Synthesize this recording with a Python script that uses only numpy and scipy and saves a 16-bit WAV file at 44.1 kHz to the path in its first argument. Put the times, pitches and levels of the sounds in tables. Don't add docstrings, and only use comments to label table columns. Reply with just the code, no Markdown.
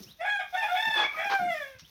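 import sys
import numpy as np
from scipy import signal
from scipy.fft import rfft, irfft
from scipy.io import wavfile
from scipy.ndimage import uniform_filter1d

SR = 44100
rng = np.random.default_rng(int(sys.argv[2]) if len(sys.argv) > 2 else 0)


def generate_wav(signal):
    frames = np.transpose(np.atleast_2d(signal))
    scaled = np.clip(frames, -1, 1) * 32767
    pcm = np.round(scaled).astype(np.int16)
    wavfile.write(sys.argv[1], SR, pcm)


def how_loud(loudness_db):
    steps = np.asarray(loudness_db, float) / 20
    return 10 ** steps


N = 83790

# t/s, f/Hz, level/dB
SYLLABLE_1 = [(.185, 645, -61), (.212, 658.7, -28.5), (.244, 746, -29), (.252, 814, -26.5),
              (.3, 824.5, -25), (.33, 834, -27.5), (.36, 805.6, -24), (.4, 803.2, -31), (.45, 811, -43)]
SYLLABLE_2 = [(.525, 711.5, -40.5), (.554, 741.3, -20), (0.565, 707, -32), (0.573, 740, -33)]
SYLLABLE_2_BROKEN = [(.562, 883, -35), (0.585, 895.7, -28), (0.599, 893, -32.5), (0.616, 895.3, -28),
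                     (.645, 883.3, -26.5), (0.667, 860, -36.5)]
SYLLABLE_3 = [(.68, 700, -36), (0.722, 720.8, -23.5), (0.756, 733.3, -20), (0.766, 737.4, -21.5),
              (0.78, 764, -40.5)]
SYLLABLE_3_BROKEN = [(.765, 861, -27.5), (0.781, 859.7, -26.5), (.816, 885, -27), (0.861, 890.9, -26.5),
                     (.942, 868.5, -26), (1.005, 849, -21.5), (1.03, 843.6, -30.5), (1.09, 852, -44)]
SYLLABLE_4 = [(1.18, 813, -43), (1.199, 819.3, -40), (1.241, 815, -33), (1.261, 816, -26),
              (1.299, 799.2, -27), (1.359, 788.6, -22.5),
              (1.385, 780.6, -32.5), (1.398, 717.7, -26), (1.495, 707.8, -26.5), (1.511, 670.5, -25.5),
                   (1.536, 670, -30.5), (1.55, 617.8, -33), (1.592, 604.6, -31.5), (1.604, 587, -35),
              (1.628, 572, -30.5), (1.645, 549.4, -36), (1.712, 539.4, -40.5), (1.769, 503, -47)]
# t/s, length/s, from f/Hz, to f/Hz, level/dB
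SECOND_SIDE = [
    (0.246, 0.056, 762, 738, -39),
    (0.388, 0.037, 749.6, 743, -32.5),
    (0.613, 0.064, 833, 781.3, -29),
    (0.626, .055, 848, 832.7, -34.5),
    (1.159, .105, 640.6, 685, -33.5),
    (1.17, .1, 761.3, 779, -37),
]
# t/s, amount/0-1
HOARSE = [(.19, .2), (.25, .35), (.29, .35), (.315, .04), (.385, .04), (.41, .5), (.53, .2), (.57, .35),
          (.6, .2), (.64, .36), (.685, .45), (.72, .05), (.76, .25), (.8, .2), (1.0, .17), (1.07, .5),
          (1.23, .45), (1.28, .16), (1.35, .04), (1.48, .03), (1.6, .08)]
# f/Hz, width/Hz, level/dB
THROAT = [(696, 334, 5.5), (1700, 350, 3), (2320, 520, -3), (3422, 220, -2), (5260, 200, -26.5),
          (6790, 2700, -40), (9760, 1500, -43)]
# t/s, tilt/dB per octave, second resonance f/Hz, its level/dB, fourth resonance level/dB
BEAK = [(.21, -0.5, 1930, 0, -14.5), (0.24, -5, 1630, -0.5, 0), (.3, 4, 1680, 5.5, 3),
        (.375, -3, 1550, 12, 7), (.41, 0.5, 1740, -1, 3), (0.554, -6, 1550, -1.5, 8),
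        (.58, 7.5, 1834, 0.5, -5.5), (.65, -2.5, 1820, -11, -4), (.699, 5.5, 1310, 5, -3),
        (0.742, -15, 1700, -3.5, 16), (.778, 3.5, 1660, -2, 1), (1.001, 1.5, 1700, -2.5, 1),
        (1.2, -0.5, 1794, 7.5, 0.5), (1.3, -1, 1606, -4.5, -2), (1.4, -5, 1520, 2, -8),
        (1.499, -4, 1900, 4.5, -5), (1.581, -2, 1705, 4, -3.5), (1.75, -7.5, 1680, -4, -16)]
# f/Hz, level/dB
HOLLOW = [(250, -40), (480, -13), (560, -7), (630, 0), (900, 0), (1020, -12), (1200, 0)]
# t/s, length/s, level/dB, tilt/dB per octave
FLAPS = [
    (.945, .14, -31.5, -2),
    (1.295, 0.068, -31, -1.2),
    (0.017, 0.033, -50, 18),
    (1.783, 0.041, -52.5, 10),
    (1.1, 0.14, -49, -3),
    (1.1, 0.14, -70, 6),
]
# f/Hz, level/dB
FEATHER = [(30, -75), (200, -24), (350, -8.5), (1100, 2.5), (2300, -5.5), (4500, -10), (6300, -17.5),
           (7200, -36), (15000, -51)]
# t/s, level/dB
HISS_LEVEL = [(0.0, -54.5), (.04, -61), (.12, -61), (.15, -71), (.2, -67), (.3, -66), (0.469, -67.5),
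              (.57, -56.5), (.66, -57.5), (.69, -59.5), (.73, -54), (.87, -54.5), (.97, -57.5), (1.099, -65),
              (1.16, -58.5), (1.421, -56.5), (1.47, -65.5), (1.52, -55), (1.7, -63.5), (1.8, -73.5), (1.9, -62.5)]
# t/s, level/dB
TICKS = [(0.7333, -51), (0.859, -47), (0.951, -44), (1.491, -55), (1.6377, -53), (0.545, -56), (.6973, -50),
         (.828, -50)]
# f/Hz, level/dB
HISS_COLOUR = [(3000, -7.5), (6000, -1), (7500, -21.5), (10000, -10.5), (11500, -12.5), (14500, -3.5),
               (15700, -13.5)]
# t/s, length/s, level/dB, from f/Hz, to f/Hz, blur/0-1
CHIRPS = [
    (0, .055, -52, 385, 375, .3),
    (.058, .05, -53, 2350, 3600, .2),
    (.1, .024, -46, 3550, 4000, .6),
    (.034, .016, -45, 5500, 5400, .5),
    (1.815, .04, -57, 2400, 3100, .3),
    (1.845, .028, -52, 3150, 3400, .7),
    (1.785, .04, -55, 5900, 5400, .9),
    (1.24, .03, -47, 5600, 5200, .9),
    (1.55, .04, -52, 5300, 5000, .9),
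]
# t/s, length/s, from f/Hz, to f/Hz, first partial level/dB, second partial level/dB
WHINES = [
    (1.028, .11, 1128, 1148, -49, -31),
    (1.08, .06, 1170, 1190, -49, -60),
    (1.135, .11, 1240, 1265, -41, -50),
    (.405, .07, 1250, 1180, -46, -50),
    (1.165, .09, 1145, 1155, -54, -36),
    (.25, .06, 1130, 1128, -52, -38),
    (.755, .045, 1105, 1128, -60, -34),
]
# t/s, length/s, level/dB, f/Hz
PUFFS = [
    (0.0, 0.028, -47.5, 168),
    (.03, 0.035, -70, 198),
    (.05, 0.11, -57, 121),
    (0.868, 0.037, -46, 141),
    (1.149, 0.13, -62.5, 122),
    (1.254, 0.034, -52, 295),
    (1.39, 0.15, -45.5, 175),
    (1.52, 0.17, -65, 166),
    (1.743, 0.04, -57, 71.1),
    (1.816, 0.041, -56.5, 91),
]
# f/Hz, t60/s
YARD = [(500, 0.19), (2000, 0.3), (8000, 0.3)]
# f/Hz, level/dB
FLOOR = [(18, -67), (30, 22), (361, -3), (1140, -4.5), (3180, -3.5), (3620, 5.5), (4020, -3), (7950, -79),
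         (15700, -19)]


def evened(x):
    return x / np.sqrt(np.mean(x ** 2) + 1e-20)


def read(points, hz):
    f, value = np.transpose(points)
    return np.interp(np.log(hz + 1), np.log(f + 1), value)


def add(mix, s, sound):
    part = mix[max(round(s * SR), 0):][:len(sound)]
    part += sound[:len(part)]


def noise(points, count, tilt_db=0.):
    hz = np.fft.rfftfreq(count, 1 / SR)
    colour_db = read(points, hz) + tilt_db * np.log2(hz / 1000 + 0.011)
    return evened(irfft(rfft(rng.standard_normal(count)) * how_loud(colour_db), count))


def drift(count, seconds):
    size = max(int(seconds * SR), 1)
    smooth = uniform_filter1d(rng.standard_normal(count), size)
    return evened(uniform_filter1d(smooth, size))


def resonate(x, hz, width_hz):
    r = np.exp(-np.pi * width_hz / SR)
    poles = [1, -2 * r * np.cos(2 * np.pi * hz / SR), r * r]
    return signal.lfilter([(1 - r * r) / 2, 0, -(1 - r * r) / 2], poles, x)


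def follow(x, hz, width_hz):
    turn = np.exp(2j * np.pi * np.cumsum(hz * np.ones(len(x))) / SR)
    r = np.exp(-np.pi * width_hz / SR)
    smooth = signal.lfilter([(1 - r) ** 2], [1, -2 * r, r * r], x / turn)
    return 2 * (turn * smooth).real


def flutter_db(t):
    since = t - .806
    rate_hz = 42 - 42 * since
    return 4.5 * np.cos(2 * np.pi * rate_hz * since) * (t > .79) * (t < .97)


def throat_shape(second_hz, second_db, fourth_db):
    shape = []
    for j, (f, width, level_db) in enumerate(THROAT):
        lift_db = second_db * (j in (1, 5)) + fourth_db * (j == 3)
        shape.append((second_hz if j == 1 else f, width, level_db + lift_db))
    return shape


def ringing(hz, turns, tilt_db, shape):
    voiced = 0
    for k in range(1, 19):
        level_db = tilt_db * np.log2(min(k, 2 + 8 / k))
        waver_db = 2 * np.sqrt(k - .8) * drift(len(hz), 0.0055)
        throat = sum(how_loud(g) / (1 + (2 * (k * hz - f) / width) ** 2) for f, width, g in shape)
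        voiced = voiced + how_loud(level_db + waver_db) * np.cos(2 * np.pi * k * turns + k * k) * throat
    return voiced


def breathing(hz, turns, shape):
    breath = (0.042 + np.exp(-(turns % 1) / 0.43)) * rng.standard_normal(len(hz))
    airy = 0
    for k, (f, width, level_db) in enumerate(shape):
        centre_hz = (f + hz) / 2 if k == 0 else f
        airy = airy + (-1) ** k * how_loud(level_db) * follow(breath, centre_hz, 1.28 * width)
    return airy


def steadied(x):
    return x / np.sqrt(uniform_filter1d(x ** 2, 900) + 1e-9)


def syllable(rows):
    s, hz, db = np.transpose(rows)
    t = np.arange(s[0], s[-1], 1 / SR)
    hz = uniform_filter1d(np.interp(t, s, hz), 90)
    db = uniform_filter1d(np.interp(t, s, db), 90) + flutter_db(t)
    when, *beak = np.transpose(BEAK)
    tilt_db, second_hz, second_db, fourth_db = (np.interp(t, when, v) for v in beak)
    shape = throat_shape(second_hz, second_db, fourth_db)
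    rough = np.interp(t, *np.transpose(HOARSE))
    jitter = 0.039 * (rough + 0.027) * drift(len(t), .004)
    turns = np.cumsum(hz * (1 + jitter)) / SR
    half_pitch = 1 + 0.1 * rough * np.cos(np.pi * turns)
    voiced = steadied(ringing(hz, turns, tilt_db, shape) * half_pitch)
    airy = steadied(breathing(hz, turns, shape))
    edge = np.minimum(1, np.minimum(t - s[0], s[-1] - t) / 0.003)
    voice_share = np.sqrt(np.clip(1 - 1.6 * rough ** 2, 0, 1))
    return s[0], edge * how_loud(db) * (voice_share * voiced + 0.9 * rough * airy)


def second_side(start, length, from_hz, to_hz, db):
    swell = ((0, -10), (.3, 3.5), (.7, 1), (1, -5))
    return syllable([(start + length * u, from_hz + (to_hz - from_hz) * u, db + g) for u, g in swell])


def swallowed(x):
    hz = np.fft.rfftfreq(len(x), 1 / SR)
    return irfft(rfft(x) * how_loud(read(HOLLOW, hz)), len(x))


def flap(start, length, db, tilt_db):
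    u = np.arange(0, 1, 1 / (length * SR))
    flutter = how_loud(db + 2.5 * drift(len(u), 0.0017))
    return start, flutter * np.sin(np.pi * u ** 0.73) * noise(FEATHER, len(u), tilt_db)


def hiss_and_ticks():
    hiss_db = np.interp(np.arange(N) / SR, *np.transpose(HISS_LEVEL))
    out = how_loud(hiss_db + 1.5 + 2.0 * drift(N, 0.0016)) * noise(HISS_COLOUR, N)
    t = np.arange(400) / SR
    for s, db in TICKS:
        decay = how_loud(db + 1.5 - 60 * t / 0.0054)
        add(out, s, decay * noise(HISS_COLOUR, 400, 3.5))
    return out


def chirp(start, length, db, from_hz, to_hz, blur):
    u = np.arange(0, 1, 1 / (length * SR))
    turns = np.cumsum(from_hz * (to_hz / from_hz) ** u) / SR
    shake = 1 - blur + blur * drift(len(u), .0016)
    swell = how_loud(db + 10 * (1 - blur) * (u - 0.5)) * np.sin(np.pi * u) ** 0.34
    return start, swell * shake * np.sin(2 * np.pi * turns)


def whine(start, length, from_hz, to_hz, first_db, second_db):
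    u = np.arange(0, 1, 1 / (length * SR))
    glide_hz = from_hz + (to_hz - from_hz) * u
    turns = np.cumsum(glide_hz * (1 + 0.02 * drift(len(u), 0.0026))) / SR
    tone = 0
    for k, level_db in ((1, first_db), (2, second_db)):
        tone = tone + how_loud(level_db + 3.8 * drift(len(u), 0.0057)) * np.cos(2 * np.pi * k * turns)
    return start, 1.4 * np.sin(np.pi * u ** 0.45) * tone


def puff(start, length, db, hz):
    u = np.arange(0, 1, 1 / (length * SR))
    low = resonate(rng.standard_normal(len(u)), hz, 1.17 * hz)
    low = resonate(low, hz, 1.17 * hz)
    return start, how_loud(db) * np.sin(np.pi * u ** .5) * evened(low)


def yard(x):
    at = np.arange(300, SR // 2 - 20, 20)
    taps = np.zeros(SR // 2)
    taps[at + rng.integers(0, 20, len(at))] = rng.choice([-1., 1.], len(at))
    hz, t, z = signal.stft(taps, SR, nperseg=256)
    decay = how_loud(-60 * t / read(YARD, hz)[:, None])
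    tail = signal.istft(z * decay, SR, nperseg=256)[1]
    return signal.fftconvolve(x, tail / np.linalg.norm(tail))[:N]


def scene():
    far, near = np.zeros(N), np.zeros(N)
    syllable_4 = SYLLABLE_4
    for rows in (SYLLABLE_1, SYLLABLE_2, SYLLABLE_2_BROKEN, SYLLABLE_3, SYLLABLE_3_BROKEN, syllable_4):
        add(far, *syllable(rows))
    for source, rows in ((second_side, SECOND_SIDE), (whine, WHINES)):
        for row in rows:
            add(far, *source(*row))
    far = swallowed(far)
    for source, rows in ((chirp, CHIRPS), (flap, FLAPS), (puff, PUFFS)):
        for row in rows:
            add(near, *source(*row))
    echo = how_loud(-6.5) * yard(far + 0.8 * near)
    background = how_loud(-64) * noise(FLOOR, N)
    return (how_loud(-3.0) * far + echo + near + hiss_and_ticks() + background)[None]


def top_cut(x):
    return signal.sosfilt(signal.butter(12, 16630, fs=SR, output="sos"), x)


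def record(dry):
    low_cut = signal.butter(4, 58.7, "high", fs=SR, output="sos")
    mix = signal.sosfilt(low_cut, dry)
    return top_cut(mix)


dry = scene()
out = record(dry)
generate_wav(out)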